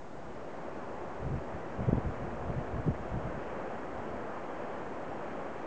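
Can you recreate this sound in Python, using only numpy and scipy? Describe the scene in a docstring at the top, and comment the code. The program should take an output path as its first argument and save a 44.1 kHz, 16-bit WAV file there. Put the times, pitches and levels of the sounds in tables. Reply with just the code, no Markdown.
"""A wide, quick river, heard from its rocky bank on the microphone of a small hand-held camera.
From the start, distant riffles churn and burst into countless bubbles over the camera's own hiss and whine.
After about a second a gust crosses the microphone: it rumbles, and its eddies thump the diaphragm.
The gust dies away around four seconds; one last eddy hits near five, and the water rushes on."""
import sys
import numpy as np
from scipy import signal
from scipy.fft import rfft, irfft, next_fast_len
from scipy.io import wavfile
from scipy.ndimage import uniform_filter1d

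SR = 44100
rng = np.random.default_rng(int(sys.argv[2]) if len(sys.argv) > 2 else 0)


def transcribe(signal):
    """Save signal, clipped to [-1, 1], as a 16-bit WAV file at the path in sys.argv[1]."""
    frames = np.atleast_2d(signal).T
    limited = np.clip(frames, -1, 1)
    pcm = np.round(limited * 32767).astype(np.int16)
    wavfile.write(sys.argv[1], SR, pcm)


N = 249606
TIME = np.arange(N) / SR


def undb(db):
    """Decibels to gain."""
    return 10 ** (np.asarray(db) / 20)


def level(x, db):
    """Scale a sound to an rms level."""
    return x * undb(db) / np.sqrt(np.mean(x ** 2))


def colour(x, spectrum):
    """Filter by a curve through rows of frequency_hz, gain_db."""
    hz, db = np.transpose(spectrum)
    size = next_fast_len(N)
    bin_hz = np.maximum(np.fft.rfftfreq(size, 1 / SR), 1)
    gain = undb(np.interp(np.log(bin_hz), np.log(hz), db))
    return irfft(rfft(x, size) * gain, size)[:N]


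def wander(rate_hz):
    """A smooth random drift that takes a new course rate_hz times a second."""
    hold = max(int(SR / rate_hz), 1)
    steps = np.repeat(rng.standard_normal(N // hold + 2), hold)
    start = rng.integers(hold)
    return 0.88 * uniform_filter1d(steps[start:start + N], hold)


def preamplifier():
    """The camera's noise floor: a steady hiss and a thin electronic whine."""
    # spectrum of the hiss: frequency_hz, gain_db
    hiss_spectrum = [(100, 1), (3500, 3), (5500, 0.5), (7000, -0.5), (7800, -4), (8500, -9), (9100, -17.5),
                     (9700, -35.5)]
    # tones of the whine: pitch_hz, rms_db
    whine_tones = [(5333.5, -93), (6666.6, -87), (9333.4, -107)]
    hiss = level(colour(rng.standard_normal(N), hiss_spectrum), -67.0)
    whine = sum(np.sqrt(2) * undb(db) * np.sin(2 * np.pi * hz * TIME) for hz, db in whine_tones)
    return hiss + whine


def airflow():
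    """Wind strength at the microphone: an easing breeze, one broad gust, buffets that rise, hold and die."""
    # buffets of wind on the microphone: start_s, length_s, relative_level_db
    buffets = [(1.222, .16, -37), (1.538, 0.038, -44), (1.792, 0.043, -36), (1.878, 0.11, -33),
               (2.052, 0.046, -34.5), (2.218, 0.029, -39.5), (2.488, .125, -41), (2.751, .05, -35),
               (2.866, 0.043, -31), (3.124, 0.052, -36.5), (3.241, 0.054, -39), (3.345, 0.042, -43.5),
               (3.952, .05, -47), (4.11, .13, -51.5)]
    attack_s, release_s = .012, .015
    gust_peak_s, gust_width_s = 2.55, .62
    breeze = undb(-57.5 - .9 * TIME + 3.2 * wander(5))
    gust = undb(-46) * np.exp(-((TIME - gust_peak_s) / gust_width_s) ** 2 / 2)
    power = breeze ** 2 + gust ** 2
    for start_s, length_s, db in buffets:
        early_s = np.maximum(start_s - TIME, 0)
        late_s = np.maximum(TIME - start_s - length_s, 0)
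        power += (undb(db) * np.exp(-early_s / attack_s - late_s / release_s)) ** 2
    return np.sqrt(power)


def wind_rumble():
    """Turbulence right at the microphone port rumbles and flutters with the airflow."""
    # spectrum of the turbulence: frequency_hz, gain_db
    rumble_spectrum = [(15, -11.5), (35, -2), (60, 2.5), (120, 0), (190, -5), (300, -13), (600, -30.5),
                       (1200, -74)]
    rumble = level(colour(rng.standard_normal(N), rumble_spectrum), 1.4)
    return rumble * airflow() * undb(1.2 * wander(35))


def eddy_thumps():
    """Single hard eddies briefly push and pull the microphone's diaphragm."""
    # eddies hitting the diaphragm: centre_s, relative_peak_db, half_length_s
    eddies = [(1.338, -23, 0.01), (1.804, -21.5, 0.0035), (1.89, -14.5, 0.0049), (1.93, -10.5, 0.0022),
              (1.982, -18, .002), (2.23, -30.5, 0.006), (2.501, -22.5, 0.0037), (2.583, -20.5, 0.0034),
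              (2.882, -16.5, 0.0065), (3.003, -30, .002), (3.152, -26.5, .004), (5.096, -27, 0.0014)]
    thumps, push = np.zeros(N), np.zeros(N)
    for (centre_s, db, half_s), phase in zip(eddies, rng.random(len(eddies))):
        near = np.abs(TIME - centre_s) < 4 * half_s
        offset_s = TIME[near] - centre_s
        swell = undb(db) * np.exp(-(offset_s / half_s) ** 2 / 2)
        swing_hz = 197 + 2.5 * db  # weaker eddies swing more slowly
        thumps[near] += swell * np.sin(2 * np.pi * (swing_hz * offset_s + phase))
        push[near] += swell
    # the hardest eddies break up into smaller whirls, heard as a rough puff
    whirl_band = signal.butter(4, [220, 500], "bandpass", fs=SR, output="sos")
    whirls = level(signal.sosfilt(whirl_band, rng.standard_normal(N)), -5.5)
    return undb(-5.0) * thumps + whirls * push ** 1.52


def churn(surge_db, flicker_db, surge_hz, flicker_hz):
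    """Far riffles merge into a roar; each half octave surges with its neighbours and flickers alone."""
    size = next_fast_len(N)
    edges_hz = 50 * 2 ** (np.arange(14) / 2)
    band_of_bin = np.searchsorted(edges_hz, np.fft.rfftfreq(size, 1 / SR))
    noise_bins = rfft(rng.standard_normal(size))
    roar = np.zeros(N)
    surge_below = wander(surge_hz)
    for band in range(len(edges_hz) + 1):
        surge_above = wander(surge_hz)
        surge = (surge_below + surge_above) / np.sqrt(2)
        band_noise = irfft(noise_bins * (band_of_bin == band), size)[:N]
        roar += band_noise * undb(surge_db * surge + flicker_db * wander(flicker_hz))
        surge_below = surge_above
    return roar


def bubbles(low_hz, high_hz, ring_cycles, glide, spread_db, count):
    """Trapped air rings briefly, rising in pitch as it nears the surface."""
    gurgle = np.zeros(N)
    for when, pitch_position, chance, phase in rng.random((count, 4)):
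        hz = low_hz * (high_hz / low_hz) ** pitch_position
        start = int(when * N)
        length = min(int(ring_cycles * SR / hz), N - start)
        age_cycles = np.arange(length) * hz / SR
        turns = age_cycles * (1 + glide * age_cycles / ring_cycles / 2)
        decay = undb(-60 * age_cycles / ring_cycles)
        # many weak ones, few strong ones; short high rings need more height for the same loudness
        height = hz * undb(-spread_db * np.log(max(chance, 1e-2)))
        gurgle[start:start + length] += height * decay * np.sin(2 * np.pi * (turns + phase))
    return gurgle


def river():
    """Roar and bubbles reach the bank with the dull colour of water heard across a distance."""
    # spectrum of churning white water: frequency_hz, gain_db
    water_spectrum = [(25, -25.5), (75, -13.5), (145, -5.5), (235, -1), (290, -3), (345, 0.5), (430, -2),
                      (560, 0), (780, -3), (1050, -7), (1700, -14), (2400, -22.5), (3300, -31.5),
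                      (4500, -67)]
    # rise and fall of the river at the bank: time_s, relative_level_db
    flow = [(0, -49), (.65, -43.5), (1.45, -43.5), (1.85, -42), (3.2, -42.5), (3.6, -41), (3.85, -42),
            (4.7, -41.5), (5.05, -42.6), (5.3, -41.5), (5.66, -42.5)]
    roar = churn(surge_db=.47, flicker_db=.5, surge_hz=4.3, flicker_hz=18)
    roar = level(colour(roar, water_spectrum), .99)
    gurgle = bubbles(low_hz=209.6, high_hz=3200, ring_cycles=19, glide=.15, spread_db=2.0, count=7000)
    gurgle = level(colour(gurgle, water_spectrum), -5.5)
    water = (roar + gurgle) * undb(np.interp(TIME, *np.transpose(flow)))
    # the water slowly brightens as the camera turns toward the river
    treble = signal.sosfiltfilt(signal.butter(2, 1200, "highpass", fs=SR, output="sos"), water)
    treble_gain = undb(-1.1 + .3557 * TIME)
    return water + treble * (treble_gain - 1)


def scene():
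    """The river out front, wind on the microphone and the camera's noise floor, in mono."""
    return (river() + wind_rumble() + eddy_thumps() + preamplifier())[None]


def record(dry):
    """The camera sheds the deepest bass and cuts the top; its converter rests slightly below zero."""
    low_cut = signal.butter(1, 18, "highpass", fs=SR, output="sos")
    high_cut = signal.ellip(8, .2, 70, 9700, fs=SR, output="sos")
    dc_offset = -.0062
    return signal.sosfilt(high_cut, signal.sosfilt(low_cut, dry)) + dc_offset


dry = scene()
out = record(dry)
transcribe(out)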